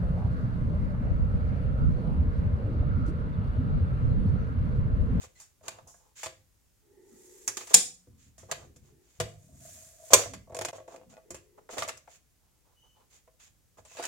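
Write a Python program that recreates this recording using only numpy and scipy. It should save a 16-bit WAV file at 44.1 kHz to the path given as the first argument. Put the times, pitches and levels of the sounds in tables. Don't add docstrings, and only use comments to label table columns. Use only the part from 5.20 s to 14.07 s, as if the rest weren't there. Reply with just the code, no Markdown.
import sys
import numpy as np
from scipy import signal
from scipy.fft import rfft, irfft
from scipy.io import wavfile

SR = 44100
rng = np.random.default_rng(int(sys.argv[2]) if len(sys.argv) > 2 else 0)


def dump_mix(stems):
    frames = np.atleast_2d(stems).T
    limited = np.clip(frames, -1, 1)
    pcm = np.round(limited * 32767).astype(np.int16)
    wavfile.write(sys.argv[1], SR, pcm)


N = 391166

# frequency in Hz, relative level in dB.
QUIET = [(20, -12.5), (52, 1.5), (100, -4), (220, -13.5), (1000, -24.5), (4000, -27.5), (7000, -23.5),
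         (10000, -27), (15500, -28)]
QUIET_DB = -68.5
# band centre in Hz, t60 in seconds, level in dB.
ROOM = [(125, 0.95, -9.5), (320, 0.33, -4), (896, 0.1, -12), (2200, 0.29, -6.5), (5445, 0.33, -12),
        (12000, 0.28, -12)]
# frequency in Hz, left minus right in dB.
PORTS = [(100, 0), (600, 0.5), (1200, -2), (2200, 0), (3500, 0), (6800, -4.5), (8500, 1.5), (10500, 5.5),
         (15000, 2)]
TOP_HZ = 16000

# frequency in Hz, level in dB, t60 in seconds.
BENCH = [(62, -11, 0.3), (87.5, -4, .25), (105.36, 0.5, 0.46), (148, -0.5, 0.17), (178, -6, 0.06),
         (229, -6, 0.1)]
# frequency in Hz, level in dB, t60 in seconds.
SHELL = [(265, -3.5, 0.04), (350, -1, 0.033), (363, -8.5, 0.088), (471.3, -6.5, 0.06), (512, -3.5, 0.091),
         (560, -7.5, 0.022), (610, -5, 0.032), (656, 0.5, 0.075), (704, -8.5, 0.036), (873, -4.5, 0.037),
         (1010, -5, 0.027), (1109, -5.5, 0.087), (1310, -10, 0.04)]
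# frequency in Hz, level in dB, t60 in seconds.
CATCH = [(185, 5, 0.14), (238.9, 2, 0.044), (484, -1, .07), (745, 5, 0.058), (810, 0, 0.026)]
# frequency in Hz, level in dB, t60 in seconds.
LID = [(203, -16.5, 0.092), (362, -14, 0.083), (399, -13, 0.13), (495, -7, 0.096), (540, -3.5, 0.027),
       (565, -1, 0.09), (648, -6, .07), (1026, -5, 0.08), (1215, -12, 0.076)]
# frequency in Hz, level in dB, t60 in seconds.
RATTLE = [(5768, -8, 0.05), (6383, -3.5, 0.06), (6645, -2, 0.06), (7000, -1, 0.06), (7100, 1, 0.057),
          (7200, 0, 0.08), (7356, -1, 0.07), (7600, -5.5, 0.05), (7850, -4, 0.05), (8744, -8.5, 0.05),
          (9900, -8, 0.04)]
BODY_LOW_HZ = 170

# frequency in Hz, width in Hz, boost in dB.
WALLS = [(1033, 45, 2), (1190, 120, 2.5), (1670, 78, 2.5), (2070, 62, 2.5), (2490, 46, 5.5),
         (2630, 30, 3.5), (3110, 37, 4.5), (3500, 340, 2.5), (4650, 5.2, 9), (5500, 50, 5), (6240, 98, 5.5),
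         (6650, 120, 3), (6840, 86, 6.5), (7400, 99, 0.5), (7450, 190, 4.5), (8110, 180, 8),
         (8910, 120, 4.5), (9800, 190, 6), (12800, 250, 4.5)]
# frequency in Hz, width in Hz, boost in dB.
CATCH_WALLS = [(2400, 60, 4), (3254, 70, 7), (5250, 70, 8), (6460, 55, 4.7), (6570, 60, 7), (6853, 90, 3.4),
               (7050, 45, 8), (6910, 50, 6.8), (7210, 55, 9), (7635, 70, 5.6), (8630, 200, 11),
               (9605, 150, 7), (10100, 140, 6.3)]
# frequency in Hz, width in Hz, boost in dB.
LID_WALLS = [(1045, 50, 3.6), (2140, 120, 4), (2397, 50, 8), (4406, 40, 3.4), (5990, 60, 7), (6580, 70, 8),
             (7130, 45, 5), (7920, 69, 10), (8240, 110, 13), (12200, 250, 14)]

# frequency in Hz, relative level in dB.
CLACK = [(500, -19), (850, 1.5), (1100, 0.5), (1400, -1), (1800, -0.5), (2400, -2), (3200, -5.5),
         (4400, -5.5), (6000, -12.5)]
# frequency in Hz, relative level in dB.
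CATCH_CLACK = [(500, -14), (850, -3.5), (1300, -11.5), (2000, -3.5), (2800, -5), (3600, 1.5), (4800, -1),
               (6500, -13)]
# frequency in Hz, relative level in dB.
LID_CLACK = [(450, -12.5), (800, -2.5), (1030, 3), (1300, -4.5), (1800, -2.5), (2400, -4.5), (3200, -4),
             (4400, -2), (6000, -12)]
# frequency in Hz, relative level in dB.
KNOCK = [(380, -10.5), (600, 1), (900, 0.5), (1300, -3.5), (2000, -10), (3000, -19), (6000, -29)]
# frequency in Hz, relative level in dB.
TICK = [(3000, -34), (4600, -11.5), (5800, -3), (6500, -2.5), (7200, 1.5), (8200, -7.5), (9500, -10),
        (12000, -17), (15500, -20.5)]
# frequency in Hz, relative level in dB.
CATCH_TICK = [(3000, -30.5), (4800, -12.5), (6000, -5), (6900, 0.5), (7700, -3.5), (8600, -6.5),
              (9200, -11.5), (10300, -12), (12000, -20), (15500, -22.5)]

# frequency in Hz, relative level in dB.
RUMBLE = [(25, -14), (60, 2.5), (100, 6.5), (150, -0.5), (250, -8.5), (400, -23.5), (700, -38)]
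# frequency in Hz, relative level in dB.
RUB = [(200, -16), (350, -3.5), (520, -1), (660, -1.5), (850, -5), (1200, -7.5), (2000, -21), (4000, -39.5)]
# frequency in Hz, relative level in dB.
SCRAPE = [(700, -19), (1500, -4), (2300, -2.5), (4000, -5), (5500, -3.5), (7000, 4), (8500, -8),
          (11000, -15), (15500, -15.5)]
# frequency in Hz, relative level in dB.
HISS = [(700, -24.5), (1800, -11.5), (3000, -16), (5000, -11), (7000, -1), (9000, -8.5), (12000, -11),
        (15500, -15.5)]
# frequency in Hz, relative level in dB.
DRONE = [(300, -24), (560, -6), (630, 7), (690, 5), (770, -16), (1100, -19), (2000, -34)]
# frequency in Hz, relative level in dB.
RUSTLE = [(300, -14), (480, 2.5), (650, -4), (880, 4), (1300, -6.5), (1900, -16.5), (4000, -17)]

# start in seconds, length in seconds, level in dB.
BENCH_RUMBLES = [(0.0, 0.098, -55), (0.422, 0.36, -62.5), (0.616, 0.086, -58), (1.03, 0.32, -68.5),
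                 (2.867, 0.37, -56.5), (3.186, 0.68, -55.5), (3.556, 0.27, -61), (3.989, 0.075, -43.5),
                 (5.049, 0.36, -52), (5.322, 0.26, -63), (5.863, 0.089, -67), (6.109, 0.14, -52.5),
                 (6.585, 0.22, -52.5), (8.243, 0.59, -71.5), (8.58, 0.24, -66)]
BENCH_RUMBLE_ATTACK_S = 0.0046
# start in seconds, length in seconds, level in dB.
RUSTLES = [(0.5, 0.15, -59), (0.65, 0.11, -67.5), (0.76, 0.19, -71), (7.2, 0.23, -79), (7.44, 0.13, -72),
           (7.63, 0.059, -67.5), (7.75, 0.13, -67), (7.92, 0.07, -71)]
# start in seconds, length in seconds, dry scrape in dB, shell rub in dB.
SCUFFS = [(0.0, 0.078, -50, -58), (0.149, 0.13, -61, -70), (0.427, 0.12, -57, -57), (0.953, 0.17, -49, -67),
          (2.377, 0.083, -45.5, -53.5), (2.486, 0.056, -45.5, -54), (2.533, 0.018, -29, -58),
          (2.973, 0.15, -64.5, -94), (3.285, 0.062, -61, -49), (3.327, 0.17, -63, -56),
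          (3.619, 0.13, -71, -74), (3.802, 0.4, -69, -78), (4.902, 0.16, -34, -39.5),
          (5.544, 0.052, -56, -52), (5.676, 0.12, -60, -56), (5.891, 0.07, -61.5, -63),
          (6.375, 0.032, -73.5, -55), (6.498, 0.082, -46, -48.5), (6.568, 0.018, -44, -36.5),
          (6.884, 0.11, -58, -74), (7.899, 0.12, -60.5, -74), (8.191, 0.12, -58, -72),
          (8.57, 0.05, -62, -59), (8.666, 0.29, -55, -69.5)]
STROKE_SKEW = 0.72

# start in seconds, length in seconds, level in dB, first pitch in Hz, last pitch in Hz.
HUMS = [(1.6, 0.6, -59, 368.5, 392), (1.905, 0.08, -60, 272.5, 234), (1.95, 0.56, -59, 401, 380),
        (2.865, 0.16, -66, 245, 200), (3.33, 0.23, -64.5, 368, 330), (3.62, 0.28, -67, 385, 350),
        (4.006, 0.07, -43, 100, 100), (4.26, 0.21, -65, 260.4, 195), (5.05, 0.16, -53, 278.8, 201.2),
        (5.845, 0.13, -59.5, 206.6, 180), (6.025, 0.15, -61.5, 397, 390), (6.16, 0.38, -67.5, 385, 410)]
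# multiple of its pitch, width in Hz, level in dB.
HUM_MODES = [(1, 91, -1), (2.27, 99, -20.5), (5.05, 224.4, -22)]
# start in seconds, length in seconds, level in dB, first pitch in Hz, last pitch in Hz.
SQUEAKS = [(0.152, 0.046, -68, 2010, 2040), (7.55, 0.3, -72.5, 2950, 3020), (8.69, 0.088, -66, 2615, 2530)]
# multiple of its pitch, width in Hz, level in dB.
SQUEAK_MODES = [(1.001, 104, 3.5), (2.067, 120, -5)]

SLIDE_START_S, SLIDE_ATTACK_S, SLIDE_DB, SLIDE_RISE_DB_PER_S = 1.78, 0.24, -63.5, 12
# time in seconds, bench rumble in dB, hinge drone in dB, friction hiss in dB.
HINGE = [(4.08, -51.5, -53, -69), (4.17, -65, -65.5, -74), (4.24, -57.5, -70, -68), (4.321, -54, -66, -71),
         (4.46, -58.5, -60, -53), (4.6, -66, -64, -54.5), (4.78, -76, -64.5, -62.5), (4.9, -67, -58, -54)]
RUMBLE_TRIM_DB, DRONE_TRIM_DB, HISS_TRIM_DB = -0.5, -0.5, 2.0

# start in seconds, length in seconds, shell in dB, wall crackle in dB, shell centre in Hz.
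CREAKS = [(5.3, 0.07, -49.5, -72.5, 560), (5.35, 0.17, -56, -65, 554), (5.585, 0.028, -62, -69, 603),
          (5.712, 0.14, -59, -78, 600), (5.911, 0.092, -62, -67, 600), (6.514, 0.038, -51, -56.5, 584),
          (6.57, 0.1, -49.5, -51, 760), (6.682, 0.03, -51, -45, 700), (8.765, 0.11, -52.5, -51, 710)]
CREAK_SLIPS_HZ, CREAK_FOCUS_DB = 152.4, 15.5

# start in seconds, shell in dB, dull knock in dB, shell centre in Hz.
BUMPS = [(0.4097, -60.5, -71, 645), (0.5857, -57, -53, 805), (0.668, -63, -76, 650),
         (0.7415, -62, -61.5, 704), (2.576, -45, -52, 249), (2.609, -51, -49.5, 484),
         (2.8713, -58, -74, 280.7), (3.2304, -53.5, -66, 580), (4.903, -40, -50, 600),
         (4.921, -34, -38, 584), (4.957, -35, -37, 560), (5.057, -40, -44, 600), (5.273, -57.5, -69, 657),
         (5.2964, -48.5, -63, 590), (5.3209, -46.5, -58, 536), (5.5296, -40, -53.5, 640),
         (5.5817, -46, -54, 670), (5.6, -48, -56, 623), (5.678, -44.5, -50.5, 618),
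         (5.7416, -44.5, -55.5, 619), (5.9758, -52.5, -59, 662), (6.49, -46, -45, 521),
         (6.8755, -57, -52, 700), (8.076, -58.5, -62, 680), (8.582, -60.5, -57.5, 651),
         (8.657, -63.5, -64, 648), (8.713, -60, -62.5, 755), (8.749, -57, -62, 640), (8.786, -44, -45, 382)]
BUMP_TICK_DB, BUMP_T60_S, BUMP_RISE_S = -19.5, 0.055, 0.0025
# start in seconds, clack in dB, tick in dB, shell in dB, shell centre in Hz, plastic ring t60 in seconds.
TAPS = [(0.199, -50, -46, -65, 931, 0.25), (0.481, -26.5, -32, -44.5, 730, 0.036),
        (0.6731, -70, -51, -69, 700, 0.63), (1.032, -28.5, -33, -46, 600, 0.12),
        (1.0598, -31, -39, -45.5, 594, 0.031), (1.066, -30.5, -53, -45.5, 640, 0.028),
        (2.2768, -25.5, -21, -46.5, 366, 0.078), (2.3697, -29, -28.5, -48, 240, 0.054),
        (2.4104, -38.5, -49, -57, 500, 0.042), (2.4717, -40.5, -42.5, -61, 800, 0.076),
        (3.18, -54, -51.5, -60.5, 652, 0.4), (3.313, -23.5, -27.5, -37, 681, 0.04),
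        (3.321, -25.5, -41, -38, 640, 0.03), (3.561, -57, -54, -62, 396, 0.087),
        (5.036, -32, -52, -63, 524, 0.032), (5.135, -35, -41.5, -46.5, 528, 0.082),
        (5.3465, -35, -39, -40, 649, 0.054), (5.3666, -37, -37, -38.5, 607, 0.021),
        (5.389, -31.5, -34, -36, 540, 0.022), (5.4116, -27, -35, -37, 500, 0.037),
        (5.418, -33, -35, -45.5, 523, 0.022), (5.449, -25.5, -28.5, -36.5, 557, 0.049),
        (5.459, -41, -53, -43.5, 560, 0.025), (5.4846, -30, -40.5, -40.5, 570, 0.048),
        (5.7605, -46.5, -55, -57, 660, 0.04), (6.1051, -42, -38.5, -44.5, 346, 0.09),
        (6.144, -42, -43, -47, 477, 0.14), (6.5814, -22, -35, -37, 670, 0.04),
        (6.5878, -31, -35, -46, 675, 0.2), (6.6218, -21.5, -49, -32, 1053, 0.043),
        (6.6313, -44, -36, -60, 657, 0.033), (6.6775, -41, -39.5, -41, 696, 0.04),
        (6.6855, -28.5, -34, -52, 500, 0.034), (6.692, -27.5, -35.5, -45.5, 488, 0.045),
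        (6.773, -51.5, -46.5, -65, 891, .05), (8.2, -50.5, -68, -80, 900, 0.11),
        (8.65, -50.5, -53, -65, 662, 0.13), (8.7691, -37, -50, -51, 675, 0.27),
        (8.7959, -37.5, -48, -34.5, 587, 0.15), (8.825, -34, -39.5, -62, 476, 0.16),
        (8.8375, -28.5, -37, -64, 476, 0.035), (8.8513, -29.5, -30.5, -51, 350, 0.06)]
TAP_CLACK_TRIM_DB, TAP_TICK_TRIM_DB = -9.0, -3.0
TAP_CRACK, TAP_REBOUND, TAP_RAGGED_DB = 0.9, 0.55, 2.2
TAP_BENCH_DB, BUMP_BENCH_DB = -19.5, -20
LIFT_S, LIFT_DB = 5.52, -10

# start in seconds, level in dB, t60 in seconds.
RATTLES = [(2.555, -31.5, 0.2), (4.951, -32.5, 0.19)]
RATTLE_HITS_HZ = 95.5
# start in seconds, clack in dB, tick in dB,
# shell in dB, bench in dB, shell centre in Hz, plastic ring t60 in seconds.
SNAPS = [(2.5417, -12.5, 0, -26, -72, 530, 0.013), (4.0004, -29.5, -31, -28.5, -38, 524, 0.079),
         (4.9332, -8, -2.5, -13.5, -42.5, 600, .044)]

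DIP_FROM_S, DIP_TO_S, DIP_DB = 5.512, 5.529, -19


def undb(db):
    return 10 ** (np.asarray(db) / 20)


def unit(x):
    return x / np.sqrt(np.mean(x ** 2))


def decay(t, t60):
    return np.exp(-np.log(1000) * t / t60)


def add(track, s, sound):
    i = max(int(s * SR), 0)
    track[:, i:i + sound.shape[-1]] += sound[..., :N - i]


def swell(s, db):
    return undb(np.interp(np.arange(N) / SR, s, db, left=-140, right=-140))


def response(points, size=4096):
    hz, db = np.transpose(points)
    grid = np.maximum(np.arange(size // 2 + 1) * SR / size, 1)
    return undb(np.interp(np.log(grid), np.log(hz), db)), grid


def colour(x, points, size=4096, peaks=()):
    gain, grid = response(points, size=size)
    gain = gain * np.minimum(grid / points[0][0], 1) ** 2 * np.minimum(points[-1][0] / grid, 1) ** 2
    for hz, width_hz, db in peaks:
        gain = gain * undb(db / (1 + (2 * (grid - hz) / width_hz) ** 2))
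    cepstrum = irfft(np.log(gain + 1e-6))
    cepstrum[1:size // 2] *= 2
    cepstrum[size // 2 + 1:] = 0
    h = irfft(np.exp(rfft(cepstrum)))
    return signal.oaconvolve(x, h[None] / np.linalg.norm(h), axes=1)[:, :x.shape[1]]


def noise(count, alike):
    common, own = rng.standard_normal(count), rng.standard_normal((2, count))
    alike = np.clip(alike, 0, 1)
    return np.sqrt(alike) * common + np.sqrt(1 - alike) * own


def room_noise():
    return undb(QUIET_DB) * unit(colour(noise(N, 0.26), QUIET))


def room(x, gap_s=0.0027, build_s=0.005):
    t = np.arange(SR * 2 // 3) / SR
    log_centres = np.log(np.array(ROOM)[:, 0])
    grid = np.log(np.maximum(np.fft.rfftfreq(len(t), 1 / SR), 1))
    tail = 0
    for (centre, t60, db), share in zip(ROOM, np.eye(len(ROOM))):
        fade = (1 - np.exp(-np.maximum(t - gap_s, 0) / build_s)) * decay(t, t60)
        band = np.sqrt(np.interp(grid, log_centres, share))
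        alike = 1 / (1 + (centre / 500) ** 2)
        wash = irfft(rfft(noise(len(t), alike)) * band, len(t))
        tail = tail + undb(db) * wash * fade / np.linalg.norm(fade)
    return signal.fftconvolve(x, tail, axes=1)[:, :N]


def friction(points, alike, rough_db, slip_hz):
    slips = np.cumsum(rng.random(N) < slip_hz / SR)
    grip = undb(rough_db * rng.standard_normal(N))[slips]
    return unit(colour(noise(N, alike) * grip, points, peaks=WALLS))


def cut(x, s, length):
    return x[:, int(s * SR):int((s + length) * SR)]


def stroke_arch(count):
    return np.sin(np.pi * np.linspace(0, 1, count) ** STROKE_SKEW)


def bench_rumbles():
    out = np.zeros((2, N))
    rumble = friction(RUMBLE, 0.85, rough_db=3, slip_hz=30)
    for s, length, db in BENCH_RUMBLES:
        low = undb(db) * cut(rumble, s, length)
        t = np.arange(low.shape[1]) / SR
        add(out, s, low * np.minimum(t / BENCH_RUMBLE_ATTACK_S, 1) * (1 - t / length))
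    return out


def rustles():
    out = np.zeros((2, N))
    rustle = friction(RUSTLE, 0.26, rough_db=3, slip_hz=135)
    for s, length, db in RUSTLES:
        stroke = undb(db) * cut(rustle, s, length)
        add(out, s, stroke * stroke_arch(stroke.shape[1]))
    return out


def scuffs():
    out = np.zeros((2, N))
    rub = friction(RUB, 0.16, rough_db=5.0, slip_hz=115.4)
    scrape = friction(SCRAPE, 0.027, rough_db=1.5, slip_hz=395)
    for s, length, scrape_db, rub_db in SCUFFS:
        stroke = undb(scrape_db) * cut(scrape, s, length) + undb(rub_db) * cut(rub, s, length)
        add(out, s, stroke * stroke_arch(stroke.shape[1]))
    return out


def singing(table, modes, alike, attack, release):
    out = np.zeros((2, N))
    for s, length, db, start_hz, end_hz in table:
        along = np.linspace(0, 1, int(length * SR))
        phase = 2 * np.pi * np.cumsum(start_hz + (end_hz - start_hz) * along) / SR
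        tone = 0
        for multiple, width_hz, mode_db in modes:
            lowpass = signal.butter(2, width_hz / 2, fs=SR, output="sos")
            drive = signal.sosfilt(lowpass, noise(SR, alike) + 1j * noise(SR, alike))
            band = (drive[:, -len(along):] * np.exp(1j * multiple * phase)).real
            tone = tone + undb(mode_db) * unit(band)
        edges = np.minimum(along / attack, 1) * np.minimum((1 - along) / release, 1)
        add(out, s, undb(db) * tone * edges)
    return out


def hums():
    return singing(HUMS, HUM_MODES, alike=0.64, attack=0.32, release=0.27)


def squeaks():
    return singing(SQUEAKS, SQUEAK_MODES, alike=0.67, attack=0.21, release=0.71)


def cassette_slide():
    hiss = friction(HISS, 0.044, rough_db=1.5, slip_hz=610)
    t = np.arange(N) / SR - SLIDE_START_S
    push = np.clip(t / SLIDE_ATTACK_S, 0, 1) * (t < SNAPS[0][0] - SLIDE_START_S)
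    return hiss * push * undb(SLIDE_DB + SLIDE_RISE_DB_PER_S * t)


def lid_swing():
    hiss = friction(HISS, 0.044, rough_db=1.5, slip_hz=610)
    drone = friction(DRONE, 0.49, rough_db=5.0, slip_hz=99.0)
    rumble = friction(RUMBLE, 0.94, rough_db=3.5, slip_hz=29.9)
    s, rumble_db, drone_db, hiss_db = np.transpose(HINGE)
    low = rumble * swell(s, rumble_db + RUMBLE_TRIM_DB)
    middle = drone * swell(s, drone_db + DRONE_TRIM_DB)
    return low + middle + hiss * swell(s, hiss_db + HISS_TRIM_DB)


def strike(x, db, window=0.0063):
    return x * undb(db) / np.sqrt(np.mean(x[:, :int(window * SR)] ** 2))


def favour(modes, centre_hz, focus_db):
    return [(hz, db - focus_db * np.log2(hz / centre_hz) ** 2, t60) for hz, db, t60 in modes]


def ring(modes, t, scatter_db, spread, rise_s, detune=0.034):
    hz, db, t60 = np.transpose(modes)[:, :, None]
    size, shift, apart, sign = rng.standard_normal((len(modes), 4)).T[:, :, None]
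    fade = np.sign(sign) * undb(db + scatter_db * size) * decay(t, t60)
    phase = 2 * np.pi * hz * (1 + detune * shift) * t
    ports = [(fade * np.sin(phase + side * spread * apart)).sum(axis=0) for side in (-1, 1)]
    return np.array(ports) * (1 - np.exp(-t / rise_s))


def spot(x, depth_db, spacing_hz=170):
    hz = np.cumsum(spacing_hz * rng.uniform(0.5, 1.5, size=160))
    db = depth_db * rng.standard_normal(len(hz))
    return colour(x, [(0.92, 0.00033)] + list(zip(hz, db)), size=2048)


def chatter(t, t60, alike, crack, bounce_s, rebound):
    fade = (decay(t, t60) + crack * np.exp(-t / 0.00076)) * (1 - np.exp(-t / 0.00037))
    starts = np.append(0, np.cumsum(bounce_s * rng.uniform(0.34, 1.5, size=4)))
    power = 0
    for k, s in enumerate(starts):
        bounce = np.pad(fade, (int(s * SR), 0))[:len(t)]
        power = power + (min(rebound, 1) ** k * bounce) ** 2
    return noise(len(t), alike) * np.sqrt(power)


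def pulses(rate_hz, scatter_db):
    gaps, sizes = rng.uniform(0.4, 1.6, size=400), rng.standard_normal(400)
    at = (np.cumsum(gaps) / rate_hz * SR).astype(int)
    return np.bincount(at, undb(scatter_db * sizes), minlength=SR)[:SR]


def blows(table, hollow, clack_shape, walls, scatter_db, crack, bounce_s, rebound, pan_db,
          clack_db=0, tick_db=0, rise_s=0.0003, focus_db=11, ragged_db=4.0,
          tick_shape=TICK, detune=0.03, body_s=0.0083):
    clacks, ticks, body, wood = np.zeros((4, 2, N))
    t = np.arange(SR // 4) / SR
    sides = undb(np.array([[pan_db], [-pan_db]]) / 2)
    for s, clack, tick, shell, bench, centre_hz, t60 in table:
        wall = spot(chatter(t, t60, 0.21, crack, bounce_s, rebound), ragged_db)
        add(clacks, s, strike(sides * wall, clack + clack_db))
        edge = spot(chatter(t, 0.83 * t60, 0.081, crack, bounce_s, rebound), ragged_db)
        add(ticks, s, strike(sides * edge, tick + tick_db))
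        modes = favour(hollow, centre_hz, focus_db)
        hollow_ring = ring(modes, t, scatter_db=scatter_db, spread=0.21, rise_s=rise_s, detune=detune)
        add(body, s, strike(hollow_ring, shell, window=body_s))
        thump = ring(BENCH, t, scatter_db=scatter_db, spread=0.1, rise_s=0.0027)
        add(wood, s, strike(thump, bench, window=0.011))
    body = signal.sosfilt(signal.butter(2, BODY_LOW_HZ, "high", fs=SR, output="sos"), body)
    return colour(clacks, clack_shape, peaks=walls) + colour(ticks, tick_shape, peaks=walls) + body + wood


def creaks():
    body, crackle = np.zeros((2, 2, N))
    t = np.arange(SR // 6) / SR
    for s, length, shell_db, wall_db, centre_hz in CREAKS:
        count = int(length * SR)
        slips = (pulses(CREAK_SLIPS_HZ, scatter_db=5.5)[:count] * np.sqrt(np.hanning(count)))[None]
        modes = favour(SHELL, centre_hz, CREAK_FOCUS_DB)
        knock = ring(modes, t, scatter_db=6.5, spread=0.53, rise_s=0.00037) * np.exp(-t / 0.0083)
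        add(body, s, strike(signal.fftconvolve(knock, slips, axes=1), shell_db, window=length))
        grip = signal.fftconvolve(np.exp(-t / 0.0011)[None], slips, axes=1)
        ticking = spot(noise(grip.shape[1], 0.18) * grip, depth_db=7)
        add(crackle, s, strike(ticking, wall_db, window=length))
    return body + colour(crackle, CLACK, peaks=WALLS)


def bench_share(s, shell_db, share_db):
    return shell_db + share_db + LIFT_DB * (s > LIFT_S)


def bumps():
    soft = [(s, knock, shell + BUMP_TICK_DB, shell, bench_share(s, shell, BUMP_BENCH_DB), hz, BUMP_T60_S)
            for s, shell, knock, hz in BUMPS]
    return blows(soft, SHELL, KNOCK, WALLS, scatter_db=2.0, crack=0.4, bounce_s=0.0022, rebound=0.45,
                 pan_db=0.5, rise_s=BUMP_RISE_S, focus_db=15.5, ragged_db=2.5)


def taps():
    hard = [(s, clack, tick, shell, bench_share(s, shell, TAP_BENCH_DB), hz, t60)
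            for s, clack, tick, shell, hz, t60 in TAPS]
    return blows(hard, SHELL, CLACK, WALLS, scatter_db=3.5, crack=TAP_CRACK, bounce_s=0.0031,
                 rebound=TAP_REBOUND, pan_db=0.6, clack_db=TAP_CLACK_TRIM_DB, tick_db=TAP_TICK_TRIM_DB,
                 rise_s=0.00076, ragged_db=TAP_RAGGED_DB)


def rattles():
    out = np.zeros((2, N))
    t = np.arange(SR) / SR
    for s, db, t60 in RATTLES:
        hits = pulses(RATTLE_HITS_HZ, scatter_db=4.5) * decay(t, t60)
        part = ring(RATTLE, t[:SR // 10], scatter_db=2.5, spread=0.6, rise_s=0.0002, detune=0)
        add(out, s, strike(signal.fftconvolve(part, hits[None], axes=1), db, window=0.04))
    return out


def lid_freed():
    return blows(SNAPS[1:2], SHELL, CLACK, WALLS, scatter_db=-2.0, crack=0.39, bounce_s=0.0031, rebound=0.38,
                 pan_db=0.5, rise_s=0.0015, focus_db=20, ragged_db=2.5)


def cassette_catch():
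    return blows(SNAPS[:1], CATCH, CATCH_CLACK, CATCH_WALLS, scatter_db=0.0, crack=0.89, bounce_s=0.0026,
                 rebound=0.84, pan_db=0.1, ragged_db=0.2, tick_shape=CATCH_TICK, detune=0, focus_db=5)


def lid_shut():
    return blows(SNAPS[2:], LID, LID_CLACK, LID_WALLS, scatter_db=-0.2, crack=0.4, bounce_s=0.0019, rebound=0.71,
                 pan_db=-1.0, focus_db=4, ragged_db=-0.5, detune=0, body_s=0.02)


def scene():
    rubbing = bench_rumbles() + rustles() + scuffs() + hums() + squeaks() + cassette_slide() + lid_swing()
    soft = rubbing + creaks() + bumps() + taps() + lid_freed()
    catch, shut = cassette_catch(), lid_shut()
    tail = room(soft + undb(-2.0) * catch + undb(-6.5) * shut)
    heard = soft + catch + shut + rattles() + tail
    t = np.arange(N) / SR
    dip = undb(DIP_DB * ((t > DIP_FROM_S) & (t < DIP_TO_S)))
    return heard * dip + room_noise()


def record(dry, ceiling=0.75):
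    tilt, grid = response(PORTS)
    tilt = np.sqrt(np.interp(np.fft.rfftfreq(N, 1 / SR), grid, tilt))
    heard = irfft(rfft(dry) * np.array([tilt, 1 / tilt]), N)
    saturated = ceiling * np.tanh(heard / ceiling)
    return signal.sosfilt(signal.ellip(8, 0.2, 70, TOP_HZ, fs=SR, output="sos"), saturated)


dry = scene()
out = record(dry)
dump_mix(out)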